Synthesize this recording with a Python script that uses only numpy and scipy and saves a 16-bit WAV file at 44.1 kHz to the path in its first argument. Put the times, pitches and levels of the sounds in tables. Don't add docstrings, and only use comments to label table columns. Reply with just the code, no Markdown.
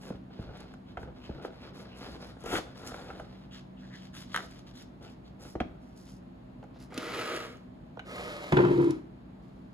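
import sys
import numpy as np
from scipy import signal
from scipy.fft import rfft, irfft
from scipy.io import wavfile
from scipy.ndimage import uniform_filter1d, map_coordinates

SR = 44100
rng = np.random.default_rng(int(sys.argv[2]) if len(sys.argv) > 2 else 0)


def materialize(psi):
    bounded = np.clip(np.atleast_2d(psi).T, -1, 1)
    quanta = np.round(bounded * 32767).astype(np.int16)
    wavfile.write(sys.argv[1], SR, quanta)


N = 429093
TIME = np.arange(N) / SR
RING_TIME = np.arange(SR // 4) / SR

# (frequency [Hz], width [Hz], level [dB])
BOX_MODES = [(126, 8, 7), (182, 35, 8), (236, 22, 7.5), (310, 40, 8), (476, 140, 1.5), (678, 67, -1),
             (799, 32, -5), (983, 98, -12), (1294, 123, -7), (1490, 37, -5), (1940, 330, -14),
             (2225, 140, -9), (2920, 600, -10), (3640, 87, -6.5)]
# (frequency [Hz], level [dB])
FIBRE_SPECTRUM = [(2500, -20), (5000, 4), (6800, -3), (10000, -4), (13500, -9.5), (15500, -26)]
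STROKE_SHAPE = dict(attack_s=.045, release_s=.07, sag_db_per_s=20)


def gloves_in_box():
    # (start [s], length [s], rub [dB], fibre hiss [dB])
    strokes = [(0.0, .09, -55, -60), (0.11, .04, -62, -76), (0.3, .22, -60, -80), (0.38, .04, -64, -73),
               (0.53, .1, -55, -70), (0.65, .09, -61, -80), (0.86, .05, -62, -79), (0.97, .06, -59, -69),
               (1.14, .25, -57, -76), (1.41, .045, -51, -63), (1.5, .1, -60, -74), (1.6, .08, -54, -73),
               (1.73, .08, -53, -60), (1.82, .1, -58, -79), (1.94, .06, -52, -62), (2.0, .15, -50, -61),
               (2.195, .05, -50, -58.5), (2.26, .04, -54, -64), (2.385, .025, -55, -63),
               (2.5, .09, -47, -49.5), (2.64, .08, -60, -80), (2.74, .1, -52, -60), (2.845, .035, -52, -50),
               (2.91, .19, -53, -62), (3.12, .13, -58, -74), (3.27, .17, -60, -76), (5.39, .08, -57, -76),
               (6.73, .04, -62, -75), (6.785, .05, -60, -60)]
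    # (frequency [Hz], level [dB])
    rub_spectrum = [(250, -8.5), (450, 4), (750, -3), (1350, -3.5), (2000, -8), (2800, -9), (3900, -7),
                    (5200, -13), (7000, -31), (10000, -37)]
    rub, hiss = play(strokes, **STROKE_SHAPE)
    weave = shaped(friction(rate=1300, spread_db=2.8), rub_spectrum) * undb(1.7 * walk(35))
    fibres = shaped(friction(rate=1400, spread_db=3.6), FIBRE_SPECTRUM) * undb(1.7 * walk(35))
    return rub * weave + undb(-2) * hiss * fibres


def gloves_on_watch():
    # (start [s], length [s], rub [dB], fibre hiss [dB])
    strokes = [(1.22, .05, -60, -82), (3.505, .075, -54, -68), (3.78, .13, -63, -83),
               (3.92, .045, -56, -71), (3.98, .08, -58, -71), (4.125, .1, -52, -57.5),
               (4.25, .07, -60, -74), (4.315, .13, -54, -59), (4.48, .11, -59, -69), (4.65, .04, -59, -71),
               (4.73, .08, -58, -62), (5.005, .11, -59.5, -69), (5.235, .04, -66, -81),
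               (5.39, .12, -61, -57.5), (5.8, .17, -77, -77), (5.96, .2, -75, -65), (6.05, .04, -66, -74),
               (9.4, .32, -80, -83)]
    # (frequency [Hz], level [dB])
    rub_spectrum = [(600, -11), (1300, -1.5), (1900, -2.5), (2600, -5), (3100, 0), (3900, -1.5),
                    (4900, -3.5), (7000, -14), (11000, -29)]
    rub, hiss = play(strokes, **STROKE_SHAPE)
    weave = shaped(friction(rate=1200, spread_db=3.4), rub_spectrum)
    fibres = shaped(friction(rate=1400, spread_db=3.8), FIBRE_SPECTRUM)
    return (undb(-.5) * rub * weave + undb(.5) * hiss * fibres) * undb(walk(45))


def glove_zips():
    # (start [s], length [s], level [dB], pitch [Hz])
    runs = [(0.3, .08, -63, 3400), (0.85, .09, -61, 3300), (1.21, .08, -54, 2900), (1.59, .08, -57, 2500),
            (1.88, .1, -54, 2700), (2.09, .08, -54, 4400), (2.19, .06, -54, 5000), (3.5, .1, -51, 3200),
            (3.51, .08, -57, 1700), (3.76, .06, -60, 3000), (3.82, .05, -55, 1750), (3.9, .075, -48, 1850),
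            (3.91, .12, -57, 3400), (4.12, .06, -55, 1550), (4.13, .11, -55, 3500), (4.73, .1, -57, 3700),
            (4.75, .07, -60, 5800), (5.04, .09, -58, 2600), (5.24, .05, -61, 3800)]
    width, arch = .125, .1
    out = np.zeros(N)
    for start, length, db, hz in runs:
        speed = np.sin(np.linspace(0, np.pi, int(length * SR)))
        uneven = unit(lowpass(rng.standard_normal(len(RING_TIME)), hz * width))[:len(speed)]
        ribs = np.sin(phase_of(hz * (1 + arch * (speed - np.pi / 4))))
        add(out, start, speed * uneven * ribs, db + 5)
    return out


def glove_presses():
    # (start [s], length [s], hollow rub [dB], rumble [dB])
    presses = [(0.02, .13, -50, -62), (0.39, .13, -52, -48), (0.53, .16, -53, -62), (0.98, .11, -49, -47),
               (1.29, .06, -50, -46), (1.37, .16, -48, -57), (1.6, .3, -52, -62), (2.03, .27, -52, -52),
               (2.44, .25, -47, -55), (2.8, .24, -47, -53), (3.06, .19, -50, -53), (4.35, .09, -51, -56),
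               (5.0, .08, -52, -60), (5.39, .06, -50, -60), (5.6, .16, -57, -48), (8.15, .2, -58, -50)]
    hollow, rumble = play(presses, attack_s=.025, release_s=.1, sag_db_per_s=15)
    slips = friction(rate=500, spread_db=2.5) * undb(1.5 * walk(40))
    card = through(slips, ring(damped(BOX_MODES)))
    card = unit(highpass(lowpass(card, hz=1200), hz=400))
    table = shaped(slips, [(25, -12), (55, 0), (130, 0), (220, -9), (400, -26), (1500, -60)])
    return undb(-2.5) * (hollow * card + rumble * table)


def cushion():
    # (start [s], length [s], level [dB])
    drags = [(1.98, .38, -56), (2.78, .21, -46.5), (3.0, .2, -54.5)]
    # (frequency [Hz], level [dB])
    wall_spectrum = [(120, -12), (250, 0.5), (450, 0), (700, 3.5), (1050, -3.5), (1400, -0.5), (2100, -7.5),
                     (2800, -18.5), (4400, -9.5), (6000, -15.5), (10000, -19), (13500, -29), (15500, -45)]
    # (frequency [Hz], width [Hz], level [dB])
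    well_modes = [(330, 150, -1), (673, 60, 0), (1380, 80, -1), (1970, 120, -6), (3700, 400, -15),
                  (5400, 900, -21)]
    # (frequency [Hz], level [dB])
    lining_spectrum = [(900, -18), (2000, 1), (2500, -3), (3300, 0), (4300, -8), (5500, -7), (10000, -12),
                       (14000, -17)]
    tug_s, free_s, slip_s = 2.445, 2.54, .04
    strain_db_per_s, rasp_db_per_s, let_go_db_per_s = 240, 140, 900
    slips = friction(rate=1600, spread_db=2) * undb(1.5 * walk(70))
    walls = undb(-6.5) * shaped(slips, wall_spectrum) + undb(-7) * through(slips, ring(well_modes))
    lining = shaped(friction(rate=6000, spread_db=1.5), lining_spectrum)
    creep, = play(drags, attack_s=.07, release_s=.12, sag_db_per_s=10)
    until_free = np.clip(free_s - TIME, 0, 1)
    let_go_db = let_go_db_per_s * np.clip(TIME - free_s - slip_s, 0, 1)
    tug = undb(-29 - strain_db_per_s * until_free - let_go_db)
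    onset = np.clip((TIME - tug_s) / .01, 0, 1)
    rasp = onset * undb(-39.5 - rasp_db_per_s * until_free - let_go_db)
    return (creep + tug) * walls + rasp * lining


def box_knocks():
    # (time [s], level [dB], centre [Hz], crunch length [s], thud [dB])
    blows = [(0.103, -27.5, 290, 0.015, -55), (0.145, -39, 330, 0.02, -41), (0.306, -43.5, 700, 0.017, -62),
             (0.39, -31, 270, 0.043, -32), (0.738, -40.5, 1400, 0.015, -58), (0.971, -27, 1020, 0.06, -40),
             (1.03, -34, 750, .03, -38), (1.074, -40.5, 540, 0.13, -53), (1.294, -29, 260, 0.02, -32.5),
             (1.448, -25, 700, 0.025, -47), (2.008, -39, 330, 0.03, -52), (2.085, -39, 480, .03, -58),
             (2.15, -40, 520, .05, -58), (2.367, -42, 704, .03, -61), (2.44, -32, 480, 0.03, -57),
             (2.459, -30.5, 650, 0.03, -55), (2.472, -34, 850, .02, -60), (2.503, -31, 320, .05, -54),
             (2.528, -25, 520, 0.05, -46), (2.536, -23, 520, .05, -44), (2.553, -18.5, 1200, 0.07, -44),
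             (2.582, -25.5, 700, .03, -52), (2.918, -32.5, 900, .02, -43.5), (2.942, -30.5, 950, .02, -44),
             (3.101, -32, 850, 0.04, -46), (3.197, -31.5, 700, 0.05, -42), (4.346, -36, 560, .06, -52),
             (4.382, -39, 750, .04, -58), (5.553, -25.5, 520, 0.06, -34.5), (5.602, -24, 1400, 0.013, -33),
             (5.605, -21.5, 400, 0.012, -34), (5.613, -31, 1100, .02, -50), (6.627, -41, 620, .04, -62),
             (6.64, -41, 680, .06, -60), (6.758, -45, 550, 0.036, -52), (6.921, -36.5, 650, 0.04, -58),
             (6.976, -27, 367, 0.02, -56), (6.977, -29, 2300, .015, -62), (7.971, -34, 750, 0.03, -62.5),
             (7.993, -31.5, 1500, 0.03, -59), (8.522, -15.5, 1200, 0.03, -44),
             (8.528, -16, 138, 0.023, -28), (8.569, -16, 1550, 0.012, -49), (8.601, -21, 900, .06, -36),
             (8.649, -24, 800, .02, -50)]
    # (frequency [Hz], width [Hz], level [dB])
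    thud_modes = [(34.5, 8, -2), (63.7, 11, 6), (113, 17, 2)]
    out, thud = np.zeros(N), ring(thud_modes)
    rise = 1 - np.exp(-RING_TIME / .0008)
    for start, db, centre_hz, crunch_s, thud_db in blows:
        modes = [(hz, width, mode_db - 7 * np.log2(hz / centre_hz) ** 2)
                 for hz, width, mode_db in damped(BOX_MODES)]
        force = signal.unit_impulse(len(RING_TIME)) + 1.1 * burst(crunch_s)
        body = unit(through(force, ring(modes)))
        crack = unit(highpass(lowpass(burst(t60=.026), 1.65 * centre_hz), .5 * centre_hz))
        add(out, start, rise * (body + .35 * crack), db)
        add(out, start, thud, thud_db - .5)
    return out


def bracelet():
    # (time [s], level [dB], brightness [Hz])
    clacks = [(4.3443, -21, 1800), (4.3505, -24.5, 4500), (4.3585, -32, 2000), (4.3618, -19, 7000),
              (4.3743, -24.5, 3500), (4.382, -35, 2500), (4.392, -38, 2000), (4.404, -36, 2000)]
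    # (frequency [Hz], width [Hz], level [dB])
    link_modes = [(915, 90, 3), (1315, 130, 16.5), (1560, 150, 14.5), (1850, 270, 12), (2230, 220, -2),
                  (2860, 310, -8), (3760, 420, 7.5), (7750, 700, -17), (10400, 1200, -12)]
    out, links = np.zeros(N), ring(damped(link_modes))
    for start, db, bright_hz in clacks:
        snap = links + .51 * burst(t60=.007)
        add(out, start, highpass(lowpass(snap, bright_hz, order=1), hz=600), db + 2.5)
    return out


def edge_ticks():
    # (time [s], level [dB])
    ticks = [(0.5736, -40), (0.6045, -34), (0.738, -44), (1.4254, -44), (2.4054, -40), (2.4377, -34),
             (2.459, -29), (2.8644, -36), (2.8737, -24), (3.199, -38), (4.1434, -39), (4.51, -37),
             (4.591, -37), (6.1165, -46), (6.638, -49), (6.9426, -29.5), (6.977, -17), (7.362, -22.5),
             (7.5702, -42.5), (8.5235, -26), (8.8174, -37), (8.8438, -33), (8.9067, -23)]
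    # (frequency [Hz], level [dB])
    tick_spectrum = [(800, -37), (2500, -2), (5000, 0), (10000, -3.5), (15000, -18)]
    out = np.zeros(N)
    for start, db in ticks:
        add(out, start, colour(burst(t60=.02), tick_spectrum), db - 9.5)
    return out


def slide(speed, grit_spectrum, grit_db, panel_db):
    # (frequency [Hz], width [Hz], level [dB])
    panel_modes = [(325, 33, -6), (472, 30, 4), (624, 20, 1), (1262, 48, -1), (1645, 70, -13),
                   (2000, 110, -11), (2260, 70, -9), (2880, 90, -16), (3260, 100, -16), (4000, 90, -19)]
    slips = friction(rate=2600, spread_db=2.2) * undb(.8 * walk(130))
    grit = shaped(slips, grit_spectrum)
    panels = through(friction(rate=7000, spread_db=1.2), ring(panel_modes))
    panels = wander(panels, depth_s=.00016, rate=18)
    return undb(grit_db) * speed * grit + undb(panel_db) * speed ** .88 * panels


def box_slides():
    # (frequency [Hz], level [dB])
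    first_spectrum = [(120, -41), (200, -24), (326, -3.5), (405, -11), (467, -10.5), (800, -15),
                      (1070, -15), (1280, -6), (1520, -13), (3100, -18.5), (5000, -23), (6500, -29.5),
                      (10300, -32.5), (13700, -37), (15000, -61)]
    # (frequency [Hz], level [dB])
    second_spectrum = [(120, -48), (200, -20), (248, -14), (624, -4.5), (789, -12), (1260, -13),
                       (1460, -16), (2130, -12), (2800, -19), (4160, -21.5), (6500, -30), (10500, -34.5),
                       (13500, -37.5), (15000, -63)]
    first_speed, = play([(6.895, .41, 0)], attack_s=.37, release_s=.43, sag_db_per_s=4)
    second_speed, = play([(8.045, .8, 0)], attack_s=.13, release_s=.28, sag_db_per_s=9)
    first = slide(first_speed, first_spectrum, grit_db=-38.2, panel_db=-39.5)
    second = slide(second_speed, second_spectrum, grit_db=-42, panel_db=-45)
    return first + second


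def box_judder():
    # (start [s], length [s], drone [dB], chatter [dB], singing [dB], rasp [dB])
    bouts = [(8.519, .012, -19.5, -27.5, -30, -39), (8.566, .046, -19, -27.5, -20.5, -40),
             (8.635, .05, -20.5, -33, -26.5, -44), (8.705, .035, -27, -41, -26.5, -51),
             (8.76, .025, -24.5, -45, -29, -55), (8.792, .075, -26.5, -38, -21.5, -54),
             (8.885, .03, -35, -48, -34, -60)]
    # (frequency [Hz], width [Hz], level [dB])
    table_modes = [(100, 26, -7.5), (142, 9, 4), (192, 18, -6), (272, 22, -2.5), (314, 16, 4), (350, 22, 0),
                   (385, 22, 1), (478, 20, -6)]
    # (frequency [Hz], level [dB])
    chatter_spectrum = [(290, -28), (500, 0), (530, -12), (600, -5.5), (701, -14), (841, -5), (935, -1),
                        (1050, -6), (1200, -11), (1360, -9), (2000, -21), (2650, -26), (2860, -33.5),
                        (5000, -49), (6500, -70), (11000, -120)]
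    # (frequency [Hz], level [dB])
    rasp_spectrum = [(700, -20), (1150, 0), (1750, 1), (2200, -7), (2800, -10), (4000, -25), (7000, -42)]
    drone_gain, chatter_gain, sing_gain, rasp_gain = (
        play(np.array(bouts)[:, [0, 1, column]], attack_s=.008, release_s=.34, sag_db_per_s=sag, order=1)[0]
        for column, sag in enumerate((36, 72, 34, 72), start=2))
    cycles = np.cumsum(63 * (1 + .085 * walk(60))) / SR
    jumps = unit(np.diff(np.floor(cycles), prepend=0) * undb(1.8 * walk(60)))
    contact = .5 + np.exp(-(cycles % 1) / .35)
    grind = unit(contact * friction(rate=7000, spread_db=1))
    drone = wander(through(jumps + .5 * grind, ring(table_modes)), depth_s=.0005, rate=22)
    drone = unit(highpass(lowpass(drone, hz=517, order=4), hz=76.6, order=4))
    chatter = shaped(grind + .25 * jumps, chatter_spectrum)
    rasp = shaped(contact * friction(rate=7000, spread_db=1.2), rasp_spectrum)
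    singing = singing_mode(cycles, start_s=bouts[0][0])
    return (undb(-4) * drone_gain * drone + undb(-3) * chatter_gain * chatter
            + undb(-1.5) * sing_gain * singing + undb(-1) * rasp_gain * rasp)


def singing_mode(jump_cycles, start_s):
    start_hz, sink_hz_per_s, brake_s, brake_hz_per_s = 366, 58, 8.87, 230
    sink_hz = sink_hz_per_s * np.maximum(TIME - start_s, 0)
    brake_hz = brake_hz_per_s * np.maximum(TIME - brake_s, 0)
    phase = phase_of(start_hz - sink_hz - brake_hz + 5 * walk(25))
    partner = undb(-9) * np.sin(.9 * phase)
    throb = 1 + .38 * np.cos(2 * np.pi * jump_cycles)
    return unit((np.sin(phase) + partner) * throb)


def rubbing():
    return box_slides() + gloves_in_box() + gloves_on_watch() + glove_zips() + glove_presses() + cushion()


def rubbing_width():
    # (frequency [Hz], level [dB])
    side_spectrum = [(100, -19), (400, -14), (1200, -10.5), (2400, -0.5), (4400, -4), (12000, -9)]
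    side = undb(-10.5) * colour(rubbing(), side_spectrum)
    return np.array([side, -side])


def judder_width(x):
    side = undb(-3) * np.interp(TIME - .0017, TIME, highpass(x, hz=560))
    return np.array([side, -side])


def direct_sound(x):
    # (time [s], delay of the left port [ms], left minus right [dB])
    places = [(1.0, -.1, .3), (2.2, -.11, .8), (2.55, -.11, 3), (3.1, -.09, .3), (4.4, -.09, 2),
              (5.6, -.1, .3), (7.2, .05, -.4), (8.2, .2, -1.5), (8.6, .22, .2)]
    times, delays_ms, pans_db = np.transpose(places)
    lag = np.interp(TIME, times, delays_ms) * SR / 1000
    pan_db = np.interp(TIME, times, pans_db)
    return np.array([map_coordinates(x, [np.arange(N) - side * lag], order=3) * undb(side * pan_db)
                     for side in (.5, -.5)])


def reflections(x, db):
    tint = [(100, -12.5), (400, 4.5), (1200, -7), (3000, 6), (12000, 0)]
    return undb(db) * np.array([through(x, colour(burst(t60=.032), tint)) for _ in range(2)])


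def room_tail(x, db, t60):
    tint = [(100, -11.5), (350, 0), (2000, -1), (6000, -1.5), (14000, -9)]
    build_up = 1 - np.exp(-RING_TIME / .0027)
    return undb(db) * np.array([through(x, colour(burst(t60), tint) * build_up) for _ in range(2)])


def room_tone():
    # (frequency [Hz], level [dB])
    air_spectrum = [(13, -51), (22, -55), (44, -6), (89, -11.5), (124, -1.5), (182, -7), (220, -7.5),
                    (253, -1.5), (275, -8), (371, -13), (414, -21), (643, -20), (2330, -38), (4300, -44),
                    (5600, -54), (13900, -61), (15500, -77)]
    # (frequency [Hz], level [dB])
    hum_partials = [(59.2, -60.5), (140.0, -69), (188.4, -54.5), (253.0, -60.5), (441.4, -75),
                    (629.8, -72.5)]
    mid = colour(rng.standard_normal(N), air_spectrum)
    side = colour(rng.standard_normal(N), air_spectrum)
    side = colour(side, [(60, -16.5), (250, -9.5), (600, 3.5), (1500, 1), (6000, 1)])
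    hum = sum(undb(db + 1.5 + 2 * walk(2.5)) * np.sin(phase_of(hz + 1.51 * walk(8)))
              for hz, db in hum_partials)
    return undb(-51) * np.array([mid + side, mid - side]) / mid.std() + hum


def friction(rate, spread_db):
    slips = np.zeros(N)
    at = np.flatnonzero(rng.random(N) < rate / SR)
    sizes = undb(spread_db * np.minimum(rng.exponential(size=len(at)), 4))
    slips[at] = sizes * rng.choice([-1, 1], len(at))
    return unit(slips)


def ring(modes):
    t = RING_TIME
    response = sum((-1) ** k * undb(db) * width * np.exp(-np.pi * width * t) * np.sin(2 * np.pi * hz * t)
                   for k, (hz, width, db) in enumerate(modes))
    return response / np.linalg.norm(response)


def damped(modes):
    return [(hz, max(width, hz / 10), db) for hz, width, db in modes]


def wander(x, depth_s, rate):
    return map_coordinates(x, [(TIME + depth_s * walk(rate)) * SR], order=1, mode="mirror")


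def burst(t60):
    noise = rng.standard_normal(len(RING_TIME)) * np.exp(-np.log(1000) * RING_TIME / t60)
    return noise / np.linalg.norm(noise)


def walk(rate):
    step = max(int(SR / rate), 1)
    held = np.repeat(rng.standard_normal(N // step + 1), step)
    return unit(uniform_filter1d(held, step)[:N])


def play(events, attack_s, release_s, sag_db_per_s, order=2):
    tracks = np.zeros((len(events[0]) - 2, N))
    for start, length, *levels in events:
        t = np.arange(int((length + release_s) * SR)) / SR
        swell = np.sin(np.pi / 2 * np.minimum(t / attack_s, 1))
        fall = (np.maximum(t - length, 0) / release_s) ** order
        shape = swell * undb(-sag_db_per_s * t - 60 * fall)
        for track, db in zip(tracks, levels):
            add(track, start, shape, db)
    return tracks


def add(track, start_s, sound, db):
    i = max(int(start_s * SR), 0)
    track[i:i + len(sound)] += (undb(db) * sound / np.abs(sound).max())[:N - i]


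def colour(x, points, size=4096):
    hz, db = np.transpose(points)
    bins = np.maximum(np.arange(size // 2 + 1), .5) * SR / size
    gain = undb(np.interp(np.log(bins), np.log(hz), db))
    cepstrum = irfft(np.log(gain))
    cepstrum[1:size // 2] *= 2
    cepstrum[size // 2 + 1:] = 0
    return through(x, irfft(np.exp(rfft(cepstrum))))


def shaped(x, points):
    return unit(colour(x, points))


def through(x, response):
    return signal.oaconvolve(np.float32(x), np.float32(response))[:len(x)]


def lowpass(x, hz, order=2):
    return signal.sosfilt(signal.butter(order, hz, fs=SR, output="sos"), x)


def highpass(x, hz, order=2):
    return signal.sosfilt(signal.butter(order, hz, "high", fs=SR, output="sos"), x)


def phase_of(hz):
    return 2 * np.pi * np.cumsum(hz) / SR


def undb(db):
    return np.exp(np.log(10) / 20 * np.asarray(db))


def unit(x):
    return x / np.sqrt(np.mean(x ** 2))


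def scene():
    hits = box_knocks() + bracelet() + edge_ticks()
    rubs = rubbing()
    judder = box_judder()
    early = reflections(hits, db=-9.5) + reflections(highpass(judder, hz=900), db=-1.5)
    tail = room_tail(undb(.5) * rubs + hits, db=-6.5, t60=.33) + room_tail(judder, db=-12, t60=.5)
    width = rubbing_width() + judder_width(judder)
    return direct_sound(rubs + hits + judder) + early + tail + width + room_tone()


def record(dry):
    shared_from_hz, left_delay_s, top_hz = 5900, .00029, 15400
    hz = np.arange(N // 2 + 1) * SR / N
    shared = np.clip((hz - shared_from_hz) / 600, 0, 1)
    left, right = rfft(dry)
    late_right = right * np.exp(-2j * np.pi * hz * left_delay_s)
    left = np.sqrt(1 - shared) * left + np.sqrt(shared) * late_right
    top_cut = signal.ellip(8, .2, 70, top_hz, fs=SR, output="sos")
    return signal.sosfilt(top_cut, irfft(np.array([left, right]), N))


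dry = scene()
out = record(dry)
materialize(out)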